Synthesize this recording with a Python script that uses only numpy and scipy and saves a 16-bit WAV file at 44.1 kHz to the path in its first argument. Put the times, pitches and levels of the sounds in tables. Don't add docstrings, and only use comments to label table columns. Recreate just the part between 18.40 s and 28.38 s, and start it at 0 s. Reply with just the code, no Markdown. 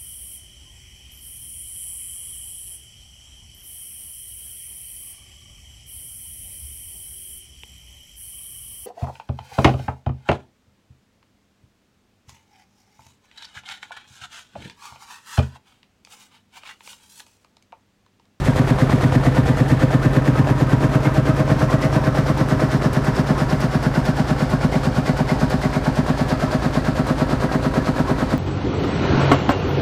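import sys
import numpy as np
from scipy import signal
from scipy.fft import next_fast_len
from scipy.io import wavfile
from scipy.ndimage import uniform_filter1d, minimum_filter1d

SR = 44100
rng = np.random.default_rng(int(sys.argv[2]) if len(sys.argv) > 2 else 0)


def transcribe(signal):
    frames = np.atleast_2d(signal).T
    limited = np.clip(frames, -1, 1)
    pcm = np.round(limited * 32767).astype(np.int16)
    wavfile.write(sys.argv[1], SR, pcm)


N = 440118
TIME = np.arange(N) / SR


def amp(db):
    return 10 ** (np.asarray(db) / 20)


def evened(x):
    return x / np.sqrt(np.mean(x ** 2) + 1e-20)


def drift(count):
    return np.interp(np.arange(N), np.linspace(0, N, count), rng.standard_normal(count))


def softened(x, hz):
    return signal.lfilter(*signal.butter(2, hz, fs=SR), x)


def resonate(x, hz, width):
    return signal.lfilter(*signal.iirpeak(hz, hz / width, SR), x)


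def coloured(x, spectrum):
    hz, db = np.transpose(spectrum)
    size = next_fast_len(2 * len(x))
    bins_hz = abs(np.fft.fftfreq(size, 1 / SR)) + 1
    log_gain = np.log(amp(np.interp(np.log(bins_hz), np.log(hz), db)))
    response = np.exp(signal.hilbert(log_gain).conj())
    return np.fft.ifft(np.fft.fft(x, size) * response).real[:len(x)]


MIC_PLACES = [1, 4.5, 9.5]


def along_walk(near_db, far_db):
    return np.interp(TIME, MIC_PLACES[::2], amp([near_db, far_db]))


# time in seconds, share of the way to behind the tractor.
MIC_WAY = [(1, 0.089), (4.5, 0.7), (9.5, 0.95)]


def on_way(near, far):
    return near + (far - near) * np.interp(TIME, *np.transpose(MIC_WAY))


def clatter_gain(start_db=2.5, fade_db_per_s=0.2631):
    return amp(start_db - fade_db_per_s * TIME)


FIRST_POP_S, TURN_S, LAG_S, SETTLE_TURNS = 0.0842, 0.111656, 0.001013, 25


def pop_times():
    turns = np.arange(-2, N / SR / TURN_S + 1)
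    lag = LAG_S * SETTLE_TURNS * (1 - np.exp(-turns / SETTLE_TURNS))
    return turns, FIRST_POP_S + TURN_S * turns + lag


def each_turn(after_ms, spread_db, jitter_ms):
    pops_s = pop_times()[1]
    late, strong = rng.standard_normal((len(pops_s), 2)).T
    at = np.round((pops_s + (after_ms + jitter_ms * late) / 1000) * SR).astype(int)
    inside = (at >= 0) & (at < N)
    return np.bincount(at[inside], amp(spread_db * strong)[inside], N)


def over_turn(swells, steady_db):
    turns, pops_s = pop_times()
    turn_ms = 1000 * TURN_S
    angle = np.linspace(0, 1, 512)
    power = amp(steady_db) ** 2
    for peak_ms, db, rise_ms, fall_ms in swells:
        since = (angle * turn_ms - peak_ms) % turn_ms
        shape = np.maximum(np.exp(-since / fall_ms), np.exp((since - turn_ms) / rise_ms))
        power = power + (amp(db) * shape) ** 2
    crank = np.interp(TIME, pops_s, turns) % 1
    return np.interp(crank, angle, np.sqrt(power))


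def rumble(near_db=-36, far_db=-50, hz=40, width=25):
    low = resonate(rng.standard_normal(N), hz, width)
    low = evened(resonate(low, hz, 2 * width))
    return low * amp(np.interp(TIME, [1.5, 4], [near_db, far_db]))


# start in seconds, relative level in dB, pitch in Hz.
LOOSE_RINGS = [(2.646, -32, 2120), (2.858, -34, 2100), (3.42, -29, 2000), (6.216, -37, 2240),
               (6.326, -31, 2090), (6.661, -28, 2030), (6.882, -27.5, 2080), (7.22, -32, 2020),
               (7.333, -32, 2160)]


def loose_part(rise_s=0.013, width=110, level_db=-2):
    out = np.zeros(N)
    for start_s, db, hz in LOOSE_RINGS:
        age = np.maximum(TIME - start_s, 0) / rise_s
        swell = age * np.exp(1 - np.minimum(age, 50))
        out += amp(db) * swell * evened(resonate(rng.standard_normal(N), hz, width))
    return amp(level_db) * out


def spits(after_ms=74, level_db=-43, spread_db=4, t60=0.073, low_hz=5500, high_hz=12000,
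          loudest_s=4.7, reach_s=1, elsewhere_db=-6):
    t = TIME[:SR // 8]
    clicks = each_turn(after_ms, spread_db=spread_db, jitter_ms=2)
    burst = signal.oaconvolve(clicks, amp(-60 * t / t60))[:N]
    band = signal.butter(1, [low_hz, high_hz], "band", fs=SR)
    gas = evened(signal.lfilter(*band, rng.standard_normal(N)))
    away = 1 - np.exp(-((TIME - loudest_s) / reach_s) ** 2)
    return amp(level_db + elsewhere_db * away) * burst * gas


def hiss_band(hz, width):
    slow_noise = evened(softened(rng.standard_normal(N), width / 2))
    return slow_noise * np.cos(2 * np.pi * np.cumsum(hz * np.ones(N)) / SR)


# frequency in Hz, relative level in dB.
HISS_COLOUR = [(500, -44), (1500, 6), (2800, -0.5), (4300, -1), (6000, -5.5), (8000, -9.5), (11000, -16.5),
               (15000, -26)]
# peak in ms after the pop, relative level in dB, rise in ms, fall in ms.
HISS_WAVES = [(82.7, 4, 3.7, 6.1), (88, 5, 24, 59), (108.4, -0.5, 2.5, 12)]
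# time in seconds, relative level in dB.
HISS_WALK = [(0.0, -38), (2.0, -43), (4.8, -39.5), (8.0, -39.0), (10.0, -41)]


def hiss(level_db=-39.5, steady_db=-10.5, hump_db=-5, hump_start_hz=6050, hump_sag_hz_per_s=185,
         hump_width=1100, guard_db=-6, guard_hz=3350, guard_width=600,
         shade_hz=7000, near_db=2.5, far_db=-1, surge_db=0.5, flutter_db=1):
    back = np.interp(TIME, [1.5, 3.5], [0, 1])
    gas = evened(coloured(rng.standard_normal(N), HISS_COLOUR))
    dull = signal.oaconvolve(gas, signal.firwin(21, shade_hz, fs=SR), "same")
    bright = gas - dull
    gas = dull + bright * amp(np.interp(TIME, MIC_PLACES, [near_db, 0, far_db]))
    hump_hz = hump_start_hz - hump_sag_hz_per_s * TIME
    gas = gas + back * amp(hump_db) * hiss_band(hump_hz, hump_width)
    gas = gas + (1 - back) * amp(guard_db) * hiss_band(guard_hz, guard_width)
    walk_db = np.interp(TIME, *np.transpose(HISS_WALK)) + flutter_db * drift(count=400)
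    waves = evened(gas * over_turn(HISS_WAVES, steady_db) * amp(walk_db))
    return amp(level_db + surge_db * drift(count=110)) * waves


# frequency in Hz, width in Hz, relative level in dB, middle of one lobe in seconds,
# spacing from lobe to lobe in seconds.
PANEL_MODES = [(92, 42, -27.5, 0.45, 15), (122.2, 7.6, -34.5, .8, 4.4), (287.2, 35, -27.5, 2.8, 7.4),
               (399.3, 21.6, -32, 2.2, 2.36), (516, 26, -35, 1.07, 2.66), (523, 14, -32.5, 11, 11.9),
               (618.3, 39, -30.5, 3.18, 5.14), (760, 73, -44.5, 1.3, 6), (959.5, 6.1, -38.5, 4.8, 2.5),
               (1048, 33, -42, 3.2, 10), (1326, 16, -42, 4.2, 4.9), (1756, 110, -43.5, 5, 3.3)]


def panels(shake, level_db=-1, lobe_dip_db=9.5, fade_db_per_s=0.37):
    out = np.zeros(N)
    for hz, width, db, lobe_s, spacing_s in PANEL_MODES:
        ring = resonate(resonate(shake, hz, width), hz, 4 * width)
        ring = ring / np.sqrt(uniform_filter1d(ring ** 2, SR) + 1e-20)
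        dip = np.sin(np.pi * (TIME - lobe_s) / spacing_s) ** 2
        out += ring * amp(db - lobe_dip_db * dip)
    return amp(level_db - fade_db_per_s * TIME) * out


# peak in ms after the pop, relative level in dB, rise in ms, fall in ms.
GEAR_SWELLS = [(77.44, 2.2, 6.3, 2.7), (98.9, 1.2, 7.1, 13)]
GEAR_STEADY_DB = -7.5


def clinks(level_db=-39, spread_db=4.0, t60=0.11, low_hz=750, high_hz=2000, count=16):
    chance = over_turn(GEAR_SWELLS, GEAR_STEADY_DB) ** 2
    chance = 45 / SR * chance / chance.mean()
    size = (rng.random(N) < chance) * amp(spread_db * np.clip(rng.standard_normal(N), -2, 2))
    part = rng.integers(0, count, N)
    t, out = TIME[:SR // 8], np.zeros(N)
    for k, hz in enumerate(np.geomspace(low_hz, high_hz, count)):
        tone = np.sin(2 * np.pi * hz * rng.uniform(0.92, 1.03) * t)
        ring = tone * amp(-60 * t / t60) * (1 - np.exp(-t / 0.0018))
        out += signal.oaconvolve(size * (part == k), ring * low_hz / hz)[:N]
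    return amp(level_db) * clatter_gain() * evened(out)


# frequency in Hz, relative level in dB.
RATTLE_COLOUR = [(25, -9.5), (60, 6.5), (140, 8), (280, 6), (450, 5), (950, -1), (1400, -4.5), (1900, -10),
                 (2700, -17), (5000, -26.5), (15000, -47.5)]


def rattle(level_db=-27.0):
    grain_db = 2.2 * np.clip(drift(count=5000), -1.5, 1.5) + 0.7 * drift(count=300)
    ticks = rng.standard_normal(N) * over_turn(GEAR_SWELLS, GEAR_STEADY_DB) * amp(grain_db)
    return amp(level_db) * clatter_gain() * evened(coloured(ticks, RATTLE_COLOUR))


# time in ms after the pop, relative level in dB.
METAL_BLOWS = [(48, -3), (68, -15.5), (83, -2), (91, 0.5), (103.6, 4.5), (109, -2.5)]
# frequency in Hz, relative level in dB.
BLOCK_COLOUR = [(60, -36), (150, -1), (280, 1), (420, -4.5), (620, -1.5), (800, -3.5), (1200, -3),
                (1800, -9), (2600, -20), (5000, -30.5), (15000, -41)]


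def knocks(level_db=-29.0, t60=0.1, ring_t60=0.39, ring_db=-13, swell_s=0.0007, count=6):
    blows = sum(amp(db) * each_turn(ms, spread_db=0.8, jitter_ms=0.08) for ms, db in METAL_BLOWS)
    t = TIME[:SR // 4]
    fading = amp(-60 * t / t60) + amp(ring_db - 60 * t / ring_t60)
    fading = fading * (1 - np.exp(-t / swell_s))
    out = np.zeros(N)
    for angle in np.eye(count):
        share = np.interp(TIME, np.linspace(0, TIME[-1], count), angle)
        modes = fading * rng.standard_normal(len(t))
        out += np.sqrt(share) * evened(signal.oaconvolve(blows, modes)[:N])
    return amp(level_db) * clatter_gain() * evened(coloured(out, BLOCK_COLOUR))


def past_platform(x, echo=0.21, near_ms=1.78, far_ms=1.237, middle_s=6.27, reach_s=1.3, shade_db=-1):
    there = np.exp(-((TIME - middle_s) / reach_s) ** 2)
    delay = on_way(near_ms, far_ms) / 1000
    glance = np.interp(TIME - delay, TIME, x)
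    return (x + echo * there * glance) * amp(shade_db * there)


# time in ms after the pop, frequency in Hz, width in Hz,
# relative level in dB beside the wheel, the same behind the tractor, polarity.
BOOM_MODES = [(38.84, 56, 6.6, 6, 5.5, -1), (46.07, 137, 4.8, 11, 2.5, 1)]


def booms(push_db=34.0, soft_hz=1200):
    rung = np.zeros(N)
    for ms, hz, width, near_db, far_db, sign in BOOM_MODES:
        push = each_turn(ms, spread_db=0.2, jitter_ms=0.098)
        rung += np.sign(sign) * along_walk(near_db, far_db) * resonate(push, hz, width)
    return amp(push_db) * softened(rung, soft_hz)


# frequency in Hz, width in Hz, relative level in dB beside the wheel,
# the same behind the tractor, polarity.
STACK_MODES = [(128.8, 29.9, 12.5, 11.5, 1), (266.4, 43.6, 4.5, 4.5, -1), (387.2, 7.2, -4, -9, -1),
               (525, 99, -14, -12.5, -1), (633, 18, -9, -7, -1)]
# delay in ms beside the wheel,
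# delay in ms behind the tractor, gain beside the wheel, gain behind the tractor.
STACK_ECHOES = [(7.95, 4.31, 0.67, 0.3), (13.11, 9.78, -0.12, -0.32), (22.36, 22, -0.37, -0.22),
                (39.52, 39.2, 0.14, 0.17), (45.5, 50, 0.17, 0.16)]


def exhaust(pop_db=34.5, low_hz=85, soft_hz=4000, far_gain=0.46):
    pops = amp(pop_db) * softened(each_turn(0, spread_db=0.7, jitter_ms=0.015), soft_hz)
    pipe = np.zeros(N)
    for hz, width, near_db, far_db, sign in STACK_MODES:
        pipe += np.sign(sign) * along_walk(near_db, far_db) * resonate(pops, hz, width)
    for _ in range(2):
        pipe = signal.lfilter(*signal.butter(1, low_hz, "high", fs=SR), pipe)
    heard = pipe * on_way(1, far_gain)
    for near_ms, far_ms, near_gain, far_echo_gain in STACK_ECHOES:
        delay = on_way(near_ms, far_ms) / 1000
        heard = heard + on_way(near_gain, far_echo_gain) * np.interp(TIME - delay, TIME, pipe)
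    return heard


def scene(rattle_shake=0.29):
    blows, chatter = knocks(), rattle()
    sheet_metal = panels(blows + rattle_shake * chatter)
    clatter = past_platform(blows + chatter + clinks() + sheet_metal)
    air = hiss() + spits()
    return (rumble() + loose_part() + air + clatter + booms() + exhaust())[None]


def record(dry, ceiling=0.69, edge_hz=15350):
    gain = np.minimum(1, ceiling / (abs(dry[0]) + 1e-9))
    gain = uniform_filter1d(minimum_filter1d(gain, size=400), size=400)
    band_limit = signal.firwin(511, edge_hz, window=("kaiser", 9), fs=SR)
    return signal.oaconvolve(dry * gain, band_limit[None], "same")


dry = scene()
out = record(dry)
transcribe(out)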